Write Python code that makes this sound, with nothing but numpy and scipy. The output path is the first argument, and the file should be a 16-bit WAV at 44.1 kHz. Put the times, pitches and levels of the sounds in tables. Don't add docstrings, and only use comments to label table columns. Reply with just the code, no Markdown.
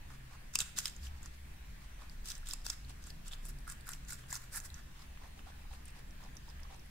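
import sys
import numpy as np
from scipy import signal
from scipy.fft import rfft, irfft
from scipy.io import wavfile
from scipy.ndimage import uniform_filter1d

SR = 44100
rng = np.random.default_rng(int(sys.argv[2]) if len(sys.argv) > 2 else 0)


def store_pcm(level_fs):
    pcm = np.round(np.clip(level_fs, -1, 1) * 32767).astype(np.int16)
    wavfile.write(sys.argv[1], SR, np.atleast_2d(pcm).T)


def undo_db(level):
    steps = np.asarray(level, float) / 20
    return 10 ** steps


N = 304283

# mode_hz, width_hz, level_db
BOWL = [(2650, 82, 1), (3870, 410, -3), (5030, 130, -3), (5700, 120, 0), (7300, 220, 5), (8500, 660, -3.5)]
BRITTLE = (-30, -6)


def evened(x):
    return x / np.sqrt(np.mean(x ** 2) + 1e-20)


def read(points, hz):
    f, value = np.transpose(points)
    return np.interp(np.log(hz + 1), np.log(f + 1), value)


def add(mix, s, sound):
    part = mix[..., round(s * SR):][..., :sound.shape[-1]]
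    part += sound[..., :part.shape[-1]]


def resonate(x, hz, width):
    turn = np.exp(2j * np.pi * hz * np.arange(x.shape[-1]) / SR)
    r = np.exp(-np.pi * width / SR)
    return 2 * (turn * signal.lfilter([1 - r], [1, -r], x / turn)).real


def cracks(shape, per_s, spread_db):
    size = undo_db(spread_db * np.minimum(rng.exponential(1, shape), 2.8))
    size = size * rng.choice([-1., 1.], shape)
    return size * (rng.random(shape) < per_s / SR)


def air(level_db=-54, patchy_db=1.6):
    # pitch_hz, density_db
    air_spectrum = [(8.8, -31), (15, -1.5), (59, -7), (102, -15.5), (141, -11.5), (477, -27.5),
                    (1760, -25.5), (4340, -33.5), (14300, -40.5), (15600, -39)]
    # pitch_hz, likeness (-1 to 1)
    coherence = [(60, 0.98), (150, 0.92), (380, -0.1), (950, -0.22), (2380, 0.22), (5980, -0.26),
                 (15000, -0.05)]
    # pitch_hz, width_hz, level_db
    housing = [(1330, 170, -2.5), (1750, 170, 1.5), (2650, 110, 1.2)]
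    frames, hz = N // 512 + 5, np.fft.rfftfreq(2048, 1 / SR)
    a, b, c, d, patches = rng.standard_normal((frames, 1025, 5)).T
    patches = evened(uniform_filter1d(uniform_filter1d(patches, 20, 0), 8, 1))
    same = np.clip(read(coherence, hz), -1, 1)[:, None]
    left = a + 1j * b
    right = same * left + np.sqrt(1 - same ** 2) * (c + 1j * d)
    colour_db = read(air_spectrum, hz) + sum(db * np.exp(-((hz - f) / w) ** 2) for f, w, db in housing)
    z = np.array([left, right]) * undo_db(colour_db[:, None] + patchy_db * patches)
    return undo_db(level_db) * evened(signal.istft(z, nperseg=2048, noverlap=1536)[1][:, :N])


def traffic(steadiness=0.91, fade_db=11.5):
    # mode_hz, width_hz
    hum_modes = [(25, 5.8), (47, 12), (68, 7.7), (128, 10.3), (78, 9), (146, 14)]
    steady_levels = [-58, -61.5, -61, -68, -72, -72]
    # peak_s, half_length_s, peak_db, mode_hz
    passes = [(0.0, 0.054, -43.5, 25), (0.55, 0.37, -57, 25), (2.18, 0.087, -44, 25), (2.5, 0.24, -43, 25),
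              (3.423, 0.34, -42.5, 25), (3.967, 0.1, -47, 25), (5.1, .35, -53.5, 25),
              (5.667, 0.078, -47, 25), (6.13, 0.15, -45.5, 25), (6.65, 0.16, -48, 25),
              (1.7, 0.19, -50.5, 47), (1.946, 0.15, -49.5, 47), (2.27, 0.21, -53, 47),
              (2.88, 0.22, -50, 47), (3.59, 0.16, -49, 47), (4.047, 0.056, -45.5, 47),
              (5.67, 0.11, -51, 47), (6.42, 0.18, -52.5, 47), (6.69, 0.096, -54.5, 47),
              (1.066, 0.1, -42, 68), (1.46, 0.4, -52, 68), (5.093, 0.084, -50.5, 68),
              (2.958, 0.18, -50.5, 68), (4.7, 0.15, -51.5, 78), (4.3, .15, -55, 68), (3.75, .1, -55, 68),
              (5.68, 0.34, -52, 68), (6.596, 0.13, -50.5, 68), (0.2, 0.24, -56, 128),
              (2.85, 0.12, -59, 128), (3.8, .12, -61, 128), (3.58, 0.08, -58, 128), (3.52, 0.1, -55, 146),
              (3.95, .1, -62, 146), (3.35, .08, -61, 146), (4.334, 0.3, -56.5, 128)]
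    t, out = np.arange(N // 256 + 2) * 256 / SR, np.zeros(N)
    for (hz, width), steady_db in zip(hum_modes, steady_levels):
        ring = resonate(resonate(rng.standard_normal(N), hz, width), hz, width)
        beat = np.sqrt(abs(uniform_filter1d(evened(ring) ** 2, size=2600)) + 0.015)
        swells = [undo_db(db - fade_db * ((t - s) / half) ** 2)
                  for s, half, db, f in passes if abs(f - hz) < hz / 14]
        level = np.sqrt(undo_db(steady_db) ** 2 + sum(np.square(swells)))
        out += np.interp(np.arange(N) / SR, t, level) * evened(ring / beat ** steadiness)
    return out


def room(x, wet_db=-13.5):
    # pitch_hz, t60_s
    decay = [(500, 0.21), (1500, 1), (2700, .8), (5200, 0.42), (8000, 0.45), (15000, 0.4)]
    # delay_s, level_db
    reflections = [
        [(.0011, -49), (.0026, -16.5), (.0047, -39)],
        [(.0007, -16), (.0032, -10), (.0058, -12.5)],
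    ]
    taps = np.zeros((2, SR // 2))
    at = np.arange(300, SR // 2 - 20, 20) + rng.integers(0, 20, (2, (SR // 2 - 301) // 20))
    np.put_along_axis(taps, at, rng.choice([-1., 1.], at.shape), 1)
    hz, t, z = signal.stft(taps, SR, nperseg=256)
    tail = signal.istft(z * undo_db(-60 * t / read(decay, hz)[:, None]), SR, nperseg=256)[1]
    tail = undo_db(wet_db) * tail / np.linalg.norm(tail[0])
    tail[:, 0] = 1
    for side, echoes in enumerate(reflections):
        for s, db in echoes:
            tail[side, round(s * SR)] -= undo_db(db)
    return signal.fftconvolve(x, tail, axes=1)[:, :N]


def bowl_lift(hz, db):
    return sum(undo_db(db + g) / np.sqrt(1 + ((hz - f) / w) ** 2) for f, w, g in BOWL)


def breaks():
    # start_s, peak_db, ring_hz, left_right_db
    dry_snaps = [(0.5546, -20, 7700, 4.5), (0.5557, -24, 4900, -3), (0.5553, -29.5, 2650, -9),
                 (0.6028, -27.5, 3750, -6), (0.8552, -28.5, 3300, -10), (0.588, -22.5, 7700, 0.5),
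                 (0.6033, -21, 7360, -3), (0.7865, -23, 7100, -3), (0.8556, -24, 5400, -3),
                 (0.8788, -37, 7300, 0), (0.8965, -43, 7300, -4), (2.2853, -41, 8000, 4),
                 (2.3018, -30, 5150, -6), (2.3172, -33, 6500, -1), (2.352, -40, 6100, -5),
                 (2.4867, -37, 7800, -3), (2.51, -36, 5300, -9), (2.5345, -28, 7800, -3),
                 (2.7, -23.5, 5040, -6), (3.103, -41, 4830, 1), (3.4842, -42, 11500, -4),
                 (3.933, -33.5, 6260, -8), (4.0847, -45, 6960, 1.5), (4.131, -36, 7850, -2),
                 (4.3532, -28, 5800, -2), (4.6006, -33.5, 7160, -2), (4.742, -38, 6340, -4),
                 (5.855, -43.5, 9080, 1), (6.3677, -41.5, 6200, -9)]
    # start_s, peak_db, ring_hz, left_right_db
    juicy_snaps = [(0.7865, -28, 5030, -6), (1.2295, -45, 7300, -5), (1.2582, -38.5, 6660, -7),
                   (2.2567, -41, 8950, -2), (2.4703, -41, 7240, 1), (2.6642, -25.5, 5030, -3),
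                   (3.07, -41.5, 7550, 1), (3.453, -41, 7700, 5), (3.677, -43, 9200, -9),
                   (3.6985, -34, 8000, -3), (3.721, -36, 7600, -2), (3.8691, -40, 11560, -2),
                   (3.8897, -29.5, 7800, -1), (3.9174, -38, 7100, 3), (4.122, -37, 7300, -6),
                   (4.304, -43, 6950, 6), (4.327, -27, 7200, 2), (4.559, -31.5, 10600, -7),
                   (4.651, -45, 8860, -9), (6.6322, -48, 5630, -7)]
    # start_s, peak_db, ring_hz
    ticks = [(0.9636, -41.5, 6800), (1.031, -48, 4960), (1.0679, -45, 2930), (2.096, -44.5, 4800),
             (2.3789, -43, 8800), (2.617, -49, 5000), (2.646, -50, 6000), (2.679, -42, 5120),
             (2.847, -48, 4300), (2.894, -46, 8800), (3.039, -46, 6000), (3.281, -38, 7600),
             (3.5857, -56, 5000), (3.8081, -53, 4530), (4.049, -52, 6730), (4.1057, -43, 7500),
             (4.7017, -45.5, 4150), (5.8806, -44, 8600), (6.1074, -52, 5480), (6.4892, -50, 5600),
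             (6.8594, -54, 9000)]
    # start_s, peak_db
    creak = [
        (3.312, -47),
        (3.318, -48),
        (3.326, -46),
        (3.3325, -38.5),
        (3.337, -42.5),
    ]
    # start_s, peak_db
    smacks = [(4.2375, -55), (5.173, -50), (5.391, -50.5), (5.735, -52), (6.2386, -57), (6.3474, -60),
              (6.595, -55)]
    # start_s, peak_db, ring_hz
    crackles = [(0.5378, -41, 6430), (0.552, -29, 6500), (0.5553, -18.5, 5850), (0.5883, -26, 5000),
                (0.611, -28.5, 7500), (0.6155, -29, 7850), (0.618, -38, 3500), (0.7715, -36, 4010),
                (0.7715, -38, 7800), (0.7832, -27.5, 6900), (0.786, -28, 9000), (0.7935, -31, 5200),
                (0.802, -39, 7500), (0.8557, -30, 7840), (0.8792, -39, 3500), (2.2565, -40, 5500),
                (2.2865, -36, 4600), (2.535, -31.5, 5200), (2.6657, -33, 7200), (2.6985, -30, 7500),
                (2.7005, -28, 6500), (2.7165, -45, 7500), (3.4603, -41, 9000), (3.49, -42, 11000),
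                (3.5869, -51, 8800), (3.603, -55, 9500), (3.8084, -50, 8800), (3.911, -44, 9000),
                (4.0912, -42, 7140), (4.2678, -54, 9000), (4.3095, -37, 6960), (4.344, -36, 9000),
                (4.362, -37, 6500), (4.5237, -46, 8760), (4.538, -39, 9000), (4.5595, -33, 7500),
                (4.567, -32, 9200), (4.572, -30, 9500), (4.577, -37, 8800), (4.6539, -43, 9000),
                (5.0197, -52, 4590), (5.2362, -55, 3740), (5.7136, -57, 3730), (5.738, -51, 8800),
                (5.904, -54, 9000), (5.992, -55, 9000), (6.215, -59, 4100), (6.2374, -50, 5840),
                (6.3542, -51, 9100), (6.5, -52, 5500), (6.602, -53, 9000), (6.745, -52, 5800),
                (6.762, -53, 9000), (6.795, -52, 5500)]
    # start_s, peak_db, ring_hz
    knocks = [(0.783, -45, 1390), (3.669, -50, 1320), (3.677, -39.5, 1430), (3.699, -45, 1670),
              (3.869, -51, 1560), (3.885, -44, 1310), (4.092, -48, 1650), (4.123, -43.5, 1470),
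              (4.295, -50, 1690), (4.318, -43, 1800), (4.328, -40, 1700), (4.543, -48, 1730),
              (4.567, -43, 1660), (4.575, -40, 1500), (5.24, -55, 950), (5.485, -60, 906),
              (5.65, -56.5, 900), (5.71, -55, 885), (5.75, -61, 850), (5.96, -57.5, 900), (6.203, -52, 900),
              (6.225, -56, 1000), (6.26, -55.5, 950), (6.48, -54, 950), (6.65, -55, 1100),
              (6.702, -53, 895), (6.725, -52, 800), (6.745, -55, 900)]
    # start_s, peak_db, ring_hz, left_right_db
    splits = [(0.5555, -24, 7000, 3), (0.6035, -28, 6000, 0), (0.7868, -24.5, 7500, 2),
              (0.8792, -33, 7500, 0), (2.3015, -34, 9500, -2), (2.3175, -40, 4000, -2),
              (2.429, -50, 1500, -2), (2.4697, -42, 4000, -1), (2.487, -34.5, 11000, -4),
              (2.509, -36, 4000, -2), (3.3185, -48, 7600, -2), (3.326, -47, 7600, -2),
              (3.3325, -46, 7600, -2), (3.338, -44, 7600, -2), (3.4535, -42, 11000, -3),
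              (3.704, -42, 8000, -2), (3.7155, -43, 9000, -2), (3.89, -34, 12000, 0), (3.934, -40, 3000, 2),
              (4.3285, -38, 11000, -1), (4.344, -38, 13000, -3), (4.354, -38, 8500, -2),
              (4.557, -37, 10600, -4), (5.24, -56, 1750, -3), (5.52, -56, 1700, -3), (5.99, -56, 2050, -3),
              (6.217, -53, 1750, -3), (6.288, -53, 1750, -3), (4.328, -50, 1000, -3), (4.36, -48, 1100, -3),
              (5.215, -55, 900, -3), (5.465, -55, 750, -3)]
    tick, knock = (-21.5, -15), (-34, -27)
    aside_db = -3.5
    rows = [(*row, -26, -12) for row in dry_snaps]
    rows += [(*row, -15, -10) for row in juicy_snaps]
    rows += [(*row, aside_db, *tick) for row in ticks]
    rows += [(*row, 3450, aside_db, -11.5, -28) for row in creak]
    rows += [(*row, 2650, aside_db, -1.5, -19) for row in smacks]
    rows += [(*row, -3, *tick) for row in crackles]
    rows += [(*row, aside_db, *knock) for row in knocks]
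    rows += [(*row, *(BRITTLE if row[2] > 2500 else knock)) for row in splits]
    return rows


def snaps(tear_s=.0011, detune=0.044, bowl_db=-9.0):
    thin_damping, thick_damping = .17, .28
    thud_hz, thud_width_hz = 1350, 900
    break_size = 7
    t, out, rows = np.arange(900) / SR, np.zeros((2, N)), breaks()
    tears = rng.standard_normal((200, 3, 900))
    shakes_db = 4 * rng.standard_normal((200, 2, len(BOWL)))
    high = signal.butter(2, [2400, 14000], "band", fs=SR, output="sos")
    lead = 3 * tear_s
    for (s, db, hz, pan_db, thud_db, fizz_db), (left, right, both), shake_db in zip(rows, tears, shakes_db):
        shorter = .4 if (thud_db, fizz_db) == BRITTLE else 1
        burst = np.exp(-.5 * ((t - lead) / (tear_s * shorter)) ** 2)
        tear = burst * np.array([both + 1.1 * left, both + 0.51 * right])
        at = round(lead * SR) + np.array([0, round(2 * both[0])])
        tear[[0, 1], at] += break_size * np.sign(both[1])
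        damping = np.interp(db, [-42, -34], [thin_damping, thick_damping])
        sides = zip(tear, (hz * (1 + detune), hz * (1 - detune)))
        ring = np.array([resonate(resonate(x, f, damping * f), f, damping * f) for x, f in sides])
        bowl = sum(undo_db(g + shake_db[:, k, None]) * evened(resonate(tear, f, w))
                   for k, (f, w, g) in enumerate(BOWL))
        fizz = undo_db(fizz_db - 3.5) * evened(signal.sosfilt(high, tear))
        crack = evened(ring) + fizz + undo_db(bowl_db) * min(hz / 4000, 1) ** 2 * evened(bowl)
        thud = resonate(resonate(tear, thud_hz, thud_width_hz), thud_hz, thud_width_hz)
        sound = crack / abs(crack).max() + undo_db(thud_db + 2.5) * thud / abs(thud).max()
        add(out, s - lead + .0012, undo_db(db) * sound * undo_db([[pan_db / 2], [-pan_db / 2]]))
    return out


def chews(focus_db=9, octaves=0.81):
    # pitch_hz, density_db
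    leaf_spectrum = [(1410, -47), (2400, -6), (2660, -2.5), (3080, 0.5), (4020, -0.5), (4420, -4.5),
                     (5010, -1.5), (7410, -3.5), (12500, -5), (14700, -1), (15600, -9)]
    # time_s, pitch_hz
    crispness = [(0.1, 5200), (0.4, 4800), (0.53, 5960), (0.9, 5830), (1.3, 5200), (2.03, 4900),
                 (2.25, 6000), (2.72, 6100), (2.9, 4600), (3.08, 5730), (3.33, 5200), (3.46, 8500),
                 (4.4, 7900), (4.56, 9000), (4.68, 8500), (4.78, 5500), (5.15, 4050), (6.9, 3970)]
    # start_s, length_s, hardest_squeeze (0-1), crush_db, grind_db
    firm_chews = [(0.53, 0.037, 0.7, -46.5, -56), (0.584, 0.05, 0.55, -40.5, -48.5),
                  (0.759, 0.051, 0.64, -38.5, -50.5), (0.8, 0.069, 0.35, -51, -60),
                  (0.839, 0.051, 0.75, -43, -53.5), (1.001, 0.092, 0.68, -52.5, -66),
                  (1.202, 0.079, 0.9, -58, -64), (2.24, 0.092, 0.62, -44, -58.5),
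                  (2.313, 0.078, 0.55, -55.5, -62), (2.452, 0.103, 0.42, -46.5, -58),
                  (2.64, 0.11, 0.15, -47.5, -59), (2.875, 0.048, 0.65, -55, -62),
                  (2.996, 0.12, 1, -56, -66), (3.243, 0.069, 0.48, -54, -63),
                  (3.306, 0.049, 0.57, -51, -56.5), (3.417, 0.096, 0.84, -52.5, -62.5),
                  (3.661, 0.079, 0.63, -50, -55.5), (3.849, 0.13, 0.36, -51.5, -55),
                  (4.069, 0.091, 0.62, -45, -54), (4.28, 0.1, 0.8, -43, -52),
                  (4.509, 0.088, 0.82, -42, -49.5), (4.631, 0.045, 0.57, -48, -58.5)]
    # start_s, length_s, crush_db, grind_db
    pulp_chews = [(0.073, 0.1, -60.5, -58), (0.298, 0.067, -60.5, -57), (0.62, .09, -58, -60),
                  (2.708, .04, -60, -58), (0.872, 0.046, -63, -68), (0.942, 0.053, -65, -69),
                  (1.135, 0.065, -65, -83), (1.32, 0.045, -65, -76), (1.801, 0.066, -62, -66),
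                  (1.978, 0.093, -61.5, -57), (2.078, 0.074, -66, -84), (4.375, .09, -58, -62),
                  (4.15, .08, -60, -64), (4.724, 0.1, -60.5, -60.5), (4.928, 0.14, -60.5, -63),
                  (5.194, 0.097, -62.5, -59), (5.358, 0.058, -62, -62.5), (5.45, 0.065, -60, -59.5),
                  (5.566, 0.074, -67, -76), (5.698, 0.074, -58, -61.5), (5.845, 0.068, -60, -73),
                  (5.932, 0.086, -61, -64), (6.19, 0.09, -61, -59), (6.33, 0.048, -75, -67),
                  (6.453, 0.071, -61, -64.5), (6.592, 0.081, -82, -65.5), (6.688, 0.075, -59, -58.5)]
    cheek_base_hz, cheek_power, cheek_top_hz, cheek_width_hz = 1560, 1.64, 1510, 840
    shared = cracks(N, per_s=2500, spread_db=1.5)
    cells = evened(shared) + 6.3 * evened(cracks((2, N), per_s=5000, spread_db=4.0))
    slips = uniform_filter1d(rng.standard_normal(N), size=260)
    cells = cells * undo_db(2.2 * evened(slips))
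    rub = 1.46 * evened(shared) + rng.standard_normal(N) + 1.63 * rng.standard_normal((2, N))
    rub = rub * undo_db(3.3 * evened(slips))
    out = np.zeros((2, N))
    pulp = [(s, length, 0.65, *levels) for s, length, *levels in pulp_chews]
    for s, length, hardest, crush_db, grind_db in firm_chews + pulp:
        crisp_hz = np.interp(s + length / 2, *np.transpose(crispness))
        cheek_hz = min(cheek_base_hz * (crisp_hz / 6000) ** cheek_power, cheek_top_hz)
        u = np.linspace(0, 1, round(length * SR))
        phase = np.interp(u, [0, np.clip(hardest, .1, .9), 1], [0, .5, 1])
        squeeze = np.sin(np.pi * phase) ** 0.92
        at = slice(round(s * SR), round(s * SR) + len(u))
        hz = np.fft.rfftfreq(len(u), 1 / SR)
        focus = np.exp(-.5 * (np.log2((hz + 1) / crisp_hz) / octaves) ** 2)
        colour = undo_db(read(leaf_spectrum, hz * (6000 / crisp_hz) ** 1.03) + focus_db * focus)
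        leaf = irfft(rfft(cells[:, at]) * colour * (2.5 + bowl_lift(hz, db=-1.0)), len(u))
        cheek = resonate(resonate(rub[:, at], cheek_hz, cheek_width_hz), cheek_hz, cheek_width_hz)
        grind = undo_db(grind_db) * evened(cheek) * undo_db([[-1.5], [1.5]])
        add(out, s, evened(squeeze) * (undo_db(crush_db) * evened(leaf) + grind))
    return out


def scene():
    return room(undo_db(-5.5) * chews() + undo_db(2.5) * snaps()) + air() + undo_db(-2.5) * traffic()


def drop_weak_treble(x, range_db=16.5, from_hz=9600):
    lag = 247
    padded = np.pad(x, ((0, 0), (lag, 2048 - (N + lag) % 1024)))
    hz, t, z = signal.stft(padded, SR, nperseg=256, noverlap=128)
    steps = z.shape[2] // 8 * 8
    power = (abs(z[:, :128, :steps]) ** 2).sum(0)
    power = power.reshape(16, 8, -1, 8).sum(1)
    keep = power > power.max(2, keepdims=True) / undo_db(2 * range_db)
    keep = keep.reshape(16, -1).repeat(8, 0)
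    z[:, :128, :steps] *= keep | (hz[:128, None] < from_hz)
    return signal.istft(z, SR, nperseg=256, noverlap=128)[1][:, lag:lag + N]


def roll_off(x):
    return signal.sosfilt(signal.butter(12, 16500, fs=SR, output="sos"), x)


def record(dry):
    edge = signal.firwin(801, 15780, window=("kaiser", 8), fs=SR)
    limited = signal.oaconvolve(dry, edge[None], "same")
    offset = -.0013
    return roll_off(drop_weak_treble(limited) + offset)


dry = scene()
out = record(dry)
store_pcm(out)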